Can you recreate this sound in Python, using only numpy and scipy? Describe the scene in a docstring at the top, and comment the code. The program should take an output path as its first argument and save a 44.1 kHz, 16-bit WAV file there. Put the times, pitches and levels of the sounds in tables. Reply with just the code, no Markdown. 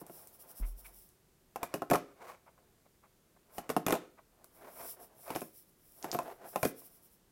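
"""A fingerboard is popped, flipped and landed on a flat cardboard box on a table, heard close on a phone.
Each knock is decaying box modes and a flexing spot, with filtered noise and deck modes for the crack.
Between tricks the wheels roll as dense filtered clicks, and a sleeve brushes past as flickering high hiss.
Small ticks, light touches and one soft low bump early on fill in; band-filtered noise tails make
the small quiet room, over a faint steady hush."""
import sys
import numpy as np
from scipy import signal
from scipy.fft import rfft, irfft, next_fast_len
from scipy.io import wavfile
from scipy.ndimage import uniform_filter1d

SR = 44100
rng = np.random.default_rng(int(sys.argv[2]) if len(sys.argv) > 2 else 0)


def generate_wav(sig):
    """Save sig (samples, or channels by samples) to the path in sys.argv[1] as 16-bit PCM at SR."""
    pcm = np.round(np.clip(np.atleast_2d(sig).T, -1, 1) * 32767).astype(np.int16)
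    wavfile.write(sys.argv[1], SR, pcm)


N = 322635

# Strokes of the sleeve as the arm moves:
# (time of top speed [s], speeding up [s], slowing down [s], level [dB])
SLEEVE_STROKES = [(.012, 0.023, 0.013, -51.5), (.165, 0.058, 0.086, -51), (.345, 0.02, 0.028, -57.5),
                  (.405, 0.012, 0.038, -52), (.508, 0.032, 0.022, -50.5), (.585, 0.028, 0.033, -48),
                  (.67, .022, 0.048, -52.5), (.8, 0.03, .022, -53), (.865, 0.029, .035, -53),
                  (.975, 0.049, 0.1, -55.5), (2.315, .06, 0.022, -64), (3.57, 0.036, .015, -51.5),
                  (4.565, 0.037, .09, -63.5), (4.91, 0.14, 0.032, -44), (5.025, 0.032, 0.038, -53.5),
                  (5.24, .06, 0.12, -54.5), (5.39, 0.15, 0.09, -51.5), (5.58, 0.053, 0.051, -55),
                  (5.69, 0.034, .05, -68.5), (5.99, 0.14, 0.12, -57), (6.28, 0.09, 0.084, -60.5),
                  (6.5, 0.048, 0.054, -51.5), (6.68, .1, 0.029, -46), (6.797, 0.031, 0.023, -49.5),
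                  (6.86, 0.041, 0.024, -53.5), (6.95, 0.064, .04, -60.5), (7.055, 0.039, 0.034, -61),
                  (7.135, .035, 0.034, -63)]
# Deck and wheels striking the box while it is set down, flipped, landed, hopped onto paper and dropped back:
# (time [s], pitch of the struck spot [Hz], thump level [dB], knock level [dB], crack level [dB])
CLACKS = [(0.015, 556, -48, -50, -77), (0.097, 654, -52.5, -50, -66), (1.559, 768, -56, -36.5, -47.5),
          (1.6305, 946, -44.5, -33.5, -39.5), (1.74, 605, -35.5, -34.5, -39.5), (1.758, 434, -48, -43, -56),
          (1.82, 780, -39.5, -33, -50.5), (1.9, 800, -34, -43.5, -40.5), (1.9112, 565, -39, -35.5, -36),
          (1.9152, 664, -25.5, -21.5, -53), (1.934, 595, -39, -25.5, -41), (1.9378, 627, -31.5, -34, -37.5),
          (1.948, 1280, -49.5, -27.5, -51), (1.956, 1087, -48.5, -28, -39.5),
          (3.5822, 780, -44.5, -37, -43.5), (3.6925, 1160, -39, -43, -44.5), (3.7, 426, -39, -30.5, -40),
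          (3.7652, 748, -27.5, -25, -40), (3.865, 450, -30.5, -35, -34), (3.8828, 685, -36, -31.5, -38),
          (3.898, 620, -34, -37, -46), (3.907, 620, -40, -30.5, -37), (3.924, 433, -33.5, -33, -34),
          (3.928, 754, -34, -29, -49), (3.94, 477, -47, -35, -45), (3.952, 696, -52, -34, -46.5),
          (5.279, 640, -61.5, -44, -56.5), (5.304, 914, -43, -38, -45.5), (5.3525, 640, -47, -40, -46),
          (5.36, 770, -36.5, -35, -41.5), (5.4175, 560, -42.5, -41, -51), (6.0435, 760, -42, -37.5, -48),
          (6.129, 744, -43, -39, -46.5), (6.1475, 697, -38.5, -32.5, -46.5),
          (6.189, 1016, -44, -30.5, -44.5), (6.559, 756, -40.5, -28, -41), (6.63, 564, -32, -27, -32.5),
          (6.651, 580, -26.5, -31, -36)]
# A wheel left spinning freely after a jolt: (time [s], pitch [Hz], level [dB])
FREE_SPINS = [(1.936, 11300, -51), (6.036, 11400, -54), (6.135, 12200, -42), (6.16, 12300, -52)]
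# Pushes of the board over the card:
# (time of top speed [s], speeding up [s], slowing down [s], level [dB], share of sideways slide [0-1])
PUSHES = [(.02, 0.037, 0.14, -60, .05), (.18, 0.099, 0.17, -63.5, 0.18), (.48, .08, 0.27, -62, 0.1),
          (.86, 0.12, 0.13, -69.5, 0.16), (1.62, 0.033, .04, -54.5, 0), (1.73, .04, 0.049, -56.5, .7),
          (2.07, .06, 0.18, -68.5, 1), (2.228, .035, 0.046, -54, 0.35), (2.301, .045, 0.043, -48.5, 0.85),
          (2.66, 0.24, 0.12, -76, .05), (3.58, 0.075, 0.29, -60.5, 0.44), (4.02, .08, 0.066, -59, .7),
          (4.42, 0.072, 0.047, -67.5, 0.1), (4.655, 0.077, 0.072, -54, 0.26), (4.8, 0.044, 0.1, -51, 0.42),
          (5.02, 0.09, 0.051, -60, 0.02), (5.15, 0.066, 0.088, -62.5, 0), (5.305, 0.043, 0.086, -49, .6),
          (6.07, 0.048, 0.15, -51.5, .05), (6.28, 0.17, 0.062, -49, .05), (6.46, 0.076, 0.031, -51.5, 0),
          (6.56, 0.028, 0.022, -51.5, 0.07), (6.8, .12, .25, -72, 0.16)]
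# Sharp ticks of the trucks and deck edge: (time [s], pitch [Hz], level [dB])
TICKS = [(0.066, 11600, -55.5), (0.273, 13100, -52.5), (1.09, 10000, -64.5), (1.934, 2600, -43.5),
         (3.926, 3000, -42.5), (4.444, 12100, -55), (5.35, 2580, -48.5), (5.408, 11000, -49),
         (6.027, 5700, -48.5), (6.1156, 5900, -37.5), (6.232, 13000, -59)]
# Light touches of fingers and wheels: (time [s], length [s], pitch [Hz], level [dB])
TOUCHES = [(0.608, 0.063, 2280, -62.5), (0.84, 0.036, 2570, -59), (2.453, 0.054, 900, -62.5),
           (2.575, 0.013, 1390, -68), (2.847, 0.033, 703, -69.5), (3.017, 0.062, 977, -67.5),
           (3.36, 0.019, 700, -67.5), (4.168, 0.043, 1010, -61), (4.437, 0.015, 507, -63),
           (6.815, 0.0088, 935, -62)]
# Modes of the box, before each strike's own scatter: (frequency [Hz], relative level [dB], t60 when rolled on [s])
BOX_MODES = [(136, -8, .08), (193.4, -2.5, 0.088), (261, -1.5, 0.071), (308, -0.5, 0.09), (362.7, 1, .08),
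             (426.7, 1, 0.081), (526, 1.5, 0.062), (558, -3.5, .08), (631, -2, 0.12), (705.5, 3, 0.092),
             (768, -11, .1), (842, 1, 0.058), (955, 1, 0.028), (1070, 1, 0.079), (1270, -1.5, 0.064),
             (1340, -9, 0.061), (1425, -7.5, .06), (1770, -15.5, 0.087)]
# Modes of the plastic deck and its metal trucks, before scatter: (frequency [Hz], relative level [dB], t60 [s])
DECK_MODES = [(1830, -2, .03), (2343, 0, .035), (2525, 0, .04), (2740, -2, .035), (3050, -3, .022),
              (3500, -5, .018), (5350, -6, .03)]
# Spectral outlines, of which only the shape matters: (frequency [Hz], relative level [dB])
CRACK_COLOUR = [(900, 3.5), (1500, 7), (2500, -2.5), (3200, -7.5), (4200, -10.5), (5300, -10.5),
                (7000, -11.5), (10000, -24.5)]  # hard plastic on card, before each contact's own variation
RATTLE_COLOUR = [(4000, -8), (6000, -3), (7400, -4.5), (8800, -3), (10400, 0.5), (11200, 0), (11900, 3.5),
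                 (13200, -3), (14300, -5), (15500, -10.5)]  # loose wheels on axles, before each contact's own variation
WHEEL_COLOUR = [(100, -20), (250, -7), (450, -0.5), (700, 2), (1100, -7.5), (1600, -10.5), (2300, -19),
                (3500, -26), (6000, -30.5), (15000, -32.5)]  # wheels rolling on card
SLIDE_COLOUR = [(250, -23), (600, 0), (850, -3.5), (1100, 0), (1400, -5.5), (1850, -13), (2250, -7),
                (2900, -20.5), (6000, -23), (15000, -29)]  # sideways rub on card
CLOTH_COLOUR = [(1500, -29.5), (3000, -16.5), (4500, -18), (5400, -5), (6600, -17), (7500, -10),
                (8100, -8.5), (8800, -6.5), (10200, -1), (12000, 0.5), (13500, -2), (15600, -1.5)]  # sleeve fibres
HUSH_COLOUR = [(15, -27.5), (25, -4.5), (97, -8.5), (161, -6.5), (206, -7.5), (301, -12.5), (363, -7),
               (416, -12.5), (796, -19.5), (2000, -24.5), (2840, -26.5), (5280, -27.5), (14800, -26.5),
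               (16000, -32)]  # the quiet room
# The room's ring: (band centre [Hz], t60 [s], relative level [dB])
ROOM_BANDS = [(200, 0.31, -5.5), (390, 0.47, -12), (800, 0.19, -12), (1600, 0.39, -12.5),
              (3340, .34, -10.5), (6400, 0.37, -16), (12800, 0.14, -16)]

AIR_MODE_HZ = 460  # box modes up to here belong to the air inside, those above to the card
RING_TIME = np.arange(SR // 4) / SR  # seconds
ATTACK = int(.008 * SR)  # samples over which a strike's level is set
SNAP_T60, SKIN_T60 = .012, .15  # seconds: a contact's snap, the card's skin
CONTACT_SPREAD_DB = 3.5  # how far a contact's colour strays either way
RATTLE_DB, SPIN_DB = -1.5, -15  # axle rattle and wheel spin, relative to the crack
TABLE_DB = -26.5  # table thud, relative to the thump
SWELL_DB, SWELL_CURVE = 9, 1.7  # drop after one speeding-up or slowing-down time; roundness of the top


def undb(db):
    """Decibels to gain."""
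    return 10 ** (np.asarray(db) / 20)


def unit(x):
    """Scale to rms 1."""
    return x / np.sqrt(np.mean(x ** 2))


def blow(x, db):
    """Scale a ring so that the rms of its attack has the given level."""
    return x * undb(db) / np.sqrt(np.mean(x[:ATTACK] ** 2))


def decay(t, t60):
    """Exponential decay by 60 dB in t60 seconds."""
    return np.exp(-np.log(1000) * t / t60)


def fade(t60):
    """Exponential decay over the length of a ring."""
    return decay(RING_TIME, t60)


def colour(x, points):
    """Causal minimum-phase filter with the given (Hz, dB) outline."""
    size = next_fast_len(len(x) + SR // 8)
    size += size % 2
    hz, db = np.transpose(points)
    bins_hz = np.arange(size // 2 + 1) * SR / size
    outline_db = np.interp(np.log(bins_hz + 1), np.log(hz), db)
    cepstrum = irfft(np.log(undb(outline_db)), size)
    # folding the cepstrum forward in time makes the filter causal
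    cepstrum[1:size // 2] *= 2
    cepstrum[size // 2 + 1:] = 0
    response = np.exp(rfft(cepstrum))
    return irfft(rfft(x, size) * response, size)[:len(x)]


def vary(points, spread_db):
    """Every contact point favours other parts of a spectrum."""
    hz, db = np.transpose(points)
    return np.c_[hz, db + spread_db * rng.uniform(-1, 1, len(hz))]


def resonate(x, hz, q):
    """One broad resonance."""
    b, a = signal.iirpeak(min(hz, SR / 3), max(q, hz / (SR / 4)), fs=SR)
    return signal.lfilter(b, a, x)


def walk(rate):
    """Smooth random wander, drawn anew `rate` times a second, with a spread near 1."""
    k = int(SR / rate)
    steps = np.repeat(rng.standard_normal(N // k + 1), k)
    return unit(uniform_filter1d(steps, k)[:N])


def grains(n, rate, spread_db):
    """Random clicks of uneven size, about `rate` a second."""
    size = undb(spread_db * np.clip(rng.standard_normal(n), -2, 2))
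    hits = rng.random(n) < rate / SR
    return unit(hits * rng.choice([-1, 1], n) * size)


def add(track, s, sound):
    """Mix a sound into the track at time s."""
    i = max(int(s * SR), 0)
    track[i:i + len(sound)] += sound[:N - i]


def swell(s, rise_s, fall_s, db):
    """Gain of one hand movement: it speeds up, peaks at time s and slows down."""
    t = np.arange(N) / SR - s
    away = np.minimum(np.maximum(-t / rise_s, t / fall_s), 10)
    return undb(db - SWELL_DB * away ** SWELL_CURVE)


def room_hush(level_db=-69):
    """The quiet room's steady hush: noise with a fixed spectrum."""
    return unit(colour(rng.standard_normal(N), HUSH_COLOUR)) * undb(level_db)


def brushing(flutter_db=1, snag_db=-11):
    """Fibres catch and slip: a fine high hiss, dotted with tiny snags, swells with each stroke of the arm."""
    fibres = rng.standard_normal(N) * undb(flutter_db * walk(rate=26))
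    snags = grains(N, rate=40, spread_db=4)
    arm = np.sqrt(sum(swell(*stroke) ** 2 for stroke in SLEEVE_STROKES))
    return unit(colour(fibres + undb(snag_db) * snags, CLOTH_COLOUR)) * arm


def box_ring(spot_hz, thump_db, knock_db, spot_t60=0.031, spot_db=1, scatter=.02,
             t60_share=0.82, swell_s=0.0016, edge_s=.008, edge_db=-7):
    """The struck spot flexes for a few cycles and sets the whole box ringing; each spot favours other modes."""
    hz, db, t60 = np.transpose(BOX_MODES)
    hz = hz * (1 + scatter * rng.standard_normal(len(hz)))  # the hand's weight retunes the card
    gain = undb(db) * rng.choice([-1, 1], len(hz)) * rng.uniform(.5, 1, len(hz))
    waves = np.cos(2 * np.pi * hz[:, None] * RING_TIME)
    modes = gain[:, None] * waves * fade(t60_share * t60[:, None])  # a strike rings shorter than rolling
    spot = np.sin(2 * np.pi * spot_hz * RING_TIME) * fade(spot_t60)
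    edge_delay = int(edge_s * SR * rng.uniform(.7, 1.2))
    spot = spot + undb(edge_db) * np.roll(spot, edge_delay)  # the bend returns from the box's edge
    card = resonate(modes[hz > AIR_MODE_HZ].sum(0), spot_hz, q=0.51)
    panel = blow(card, 0) + blow(spot, spot_db)
    # the air inside takes a moment to move
    hollow = modes[hz <= AIR_MODE_HZ].sum(0) * (1 - np.exp(-RING_TIME / swell_s))
    no_deep_bass = signal.butter(2, 110, "high", fs=SR, output="sos")  # a small box radiates none
    return signal.sosfilt(no_deep_bass, blow(panel, knock_db) + blow(hollow, thump_db))


def table_thud(db, hz=68, t60=.06):
    """Landings press through the box and nudge the table beneath: a short low sine with a soft onset."""
    return undb(db) * np.sin(2 * np.pi * hz * RING_TIME) * fade(t60) * (1 - fade(.02))


def contact(crack_db, rattle_db, skin_db=-13, axle_t60=0.13, axle_db=-11, deck_db=-4):
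    """Hard plastic snaps on the card's skin and the deck rings; loose wheels chatter on their axles."""
    n = len(RING_TIME)
    hz, db, t60 = np.transpose(DECK_MODES)
    hz = hz * (1 + .025 * rng.standard_normal(len(hz)))  # fingers load the deck differently each time
    gain = undb(db) * rng.uniform(-1, 1, len(hz))
    waves = np.sin(2 * np.pi * hz[:, None] * RING_TIME)
    deck = (gain[:, None] * waves * fade(t60[:, None])).sum(0)
    snap = rng.standard_normal(n) * (fade(SNAP_T60) + undb(skin_db) * fade(SKIN_T60))
    snap = colour(snap, vary(CRACK_COLOUR, CONTACT_SPREAD_DB))
    crack = blow(snap, 0) + blow(deck, deck_db)
    rattle = grains(n, rate=6900, spread_db=6.5) * (fade(SNAP_T60) + undb(axle_db) * fade(axle_t60))
    rattle = colour(rattle, vary(RATTLE_COLOUR, CONTACT_SPREAD_DB))
    return blow(crack, crack_db) + blow(rattle, rattle_db)


def wheel_spin(db, hz=11800, q=16, t60=0.066):
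    """A jolt sets a wheel spinning, and it sings thinly on its axle: fading clicks through a resonance."""
    chatter = grains(len(RING_TIME), rate=3000, spread_db=4) * fade(t60) * (1 - fade(.02))
    pitch = hz * (1 + .015 * rng.standard_normal())
    return blow(resonate(chatter, pitch, q), db)


def clacks():
    """Every pop, flip and landing: the harder the crack, the more the axles rattle and the wheels spin."""
    out = np.zeros(N)
    for s, spot_hz, thump_db, knock_db, crack_db in CLACKS:
        add(out, s, box_ring(spot_hz, thump_db, knock_db) + table_thud(thump_db + TABLE_DB))
        add(out, s, contact(crack_db, crack_db + RATTLE_DB) + wheel_spin(crack_db + SPIN_DB))
    for s, hz, db in FREE_SPINS:
        add(out, s, wheel_spin(db, hz, t60=0.076))
    return out


def rolling(ring_db=-6):
    """Wheels run over the grain of the card and its ribs ring the box; sliding sideways gives a higher rub."""
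    judder = undb(2.2 * walk(rate=110) + 1.5 * walk(rate=30))
    grain = grains(N, rate=5000, spread_db=3) * judder
    ribs = grains(N, rate=250, spread_db=3) * judder
    ring = np.zeros(len(RING_TIME))
    for hz, db, t60 in BOX_MODES:
        ring += undb(db) * rng.choice([-1, 1]) * np.sin(2 * np.pi * hz * RING_TIME) * fade(t60)
    body = unit(colour(signal.fftconvolve(ribs, ring)[:N], WHEEL_COLOUR))
    roll = unit(colour(grain, WHEEL_COLOUR)) + undb(ring_db) * body
    rub = unit(colour(grains(N, rate=2500, spread_db=2) * judder, SLIDE_COLOUR))
    power = np.array([swell(s, rise_s, fall_s, db) ** 2 for s, rise_s, fall_s, db, _ in PUSHES])
    slide = np.clip(np.array(PUSHES)[:, -1], 0, 1)
    roll_gain = np.sqrt((1 - slide) @ power)
    rub_gain = np.sqrt(slide @ power)
    return roll_gain * roll + rub_gain * rub


def ticks(t60=0.0025, q=1.9, ring_db=-20, ring_t60=0.23):
    """Tiny hard parts click without moving the box: resonant noise with a brief snap and a faint ring."""
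    out = np.zeros(N)
    for s, hz, db in TICKS:
        click = rng.standard_normal(len(RING_TIME)) * (fade(t60) + undb(ring_db) * fade(ring_t60))
        add(out, s, blow(resonate(click, hz, q), db))
    return out


def bump(start_s=.597, hz=39, sway_db=-17, rise_s=.034, t60=0.29, after_hz=46, after_db=-39, after_t60=0.84,
         nudge_hz=220, nudge_db=-50, nudge_t60=0.2):
    """A soft, dull nudge makes something heavy sway for a few low cycles."""
    t = np.arange(SR) / SR
    sway = undb(sway_db) * np.sin(2 * np.pi * hz * t) * decay(t, t60)
    after = undb(after_db) * np.sin(2 * np.pi * after_hz * t) * decay(t, after_t60)
    onset = 1 - np.exp(-(t / rise_s) ** 2)
    push = rng.standard_normal(len(RING_TIME)) * fade(nudge_t60)
    nudge = resonate(resonate(push, nudge_hz, q=1), nudge_hz, q=1)
    out = np.zeros(N)
    add(out, start_s, (sway + after) * onset)
    add(out, start_s, blow(nudge, nudge_db))
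    return out


def touches(q_per_khz=0.81):
    """Soft contacts: a short swell of friction around one pitch."""
    out = np.zeros(N)
    for s, length, hz, db in TOUCHES:
        n = int(length * SR)
        friction = grains(len(RING_TIME), rate=6000, spread_db=3)
        rub = resonate(colour(friction, SLIDE_COLOUR), hz, q_per_khz * hz / 1000)
        add(out, s, unit(rub[:n] * np.hanning(n)) * undb(db))
    return out


def room(x, build_s=0.0038, wet_db=-1):
    """Walls and furniture return a short diffuse tail: noise in bands, each with its own decay."""
    t = np.arange(SR // 2) / SR
    tail = np.zeros(len(t))
    for hz, t60, db in ROOM_BANDS:
        lo, hi = hz / np.sqrt(2), min(hz * np.sqrt(2), SR / 2 - 1000)
        octave = signal.butter(2, [lo, hi], "band", fs=SR, output="sos")
        band = signal.sosfilt(octave, rng.standard_normal(len(t)))
        band = band * decay(t, t60) * (1 - np.exp(-(t / build_s) ** 2))
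        # energy in proportion to bandwidth, so that levels compare across bands
        tail += undb(db) * band * np.sqrt(2 * (hi - lo) / SR / np.sum(band ** 2))
    return x + undb(wet_db) * signal.fftconvolve(x, tail)[:N]


def scene():
    """Board, box and sleeve ring in the room; the bump and the faint hush are added without its tail."""
    hush = room_hush()
    close_sounds = clacks() + ticks() + touches() + rolling() + brushing()
    return (room(close_sounds) + bump() + hush)[None]


def record(dry, top_hz=16000):
    """The phone cuts the very top with a steep low-pass."""
    low_pass = signal.ellip(8, .2, 60, top_hz, fs=SR, output="sos")
    return signal.sosfilt(low_pass, dry)


dry = scene()
out = record(dry)
generate_wav(out)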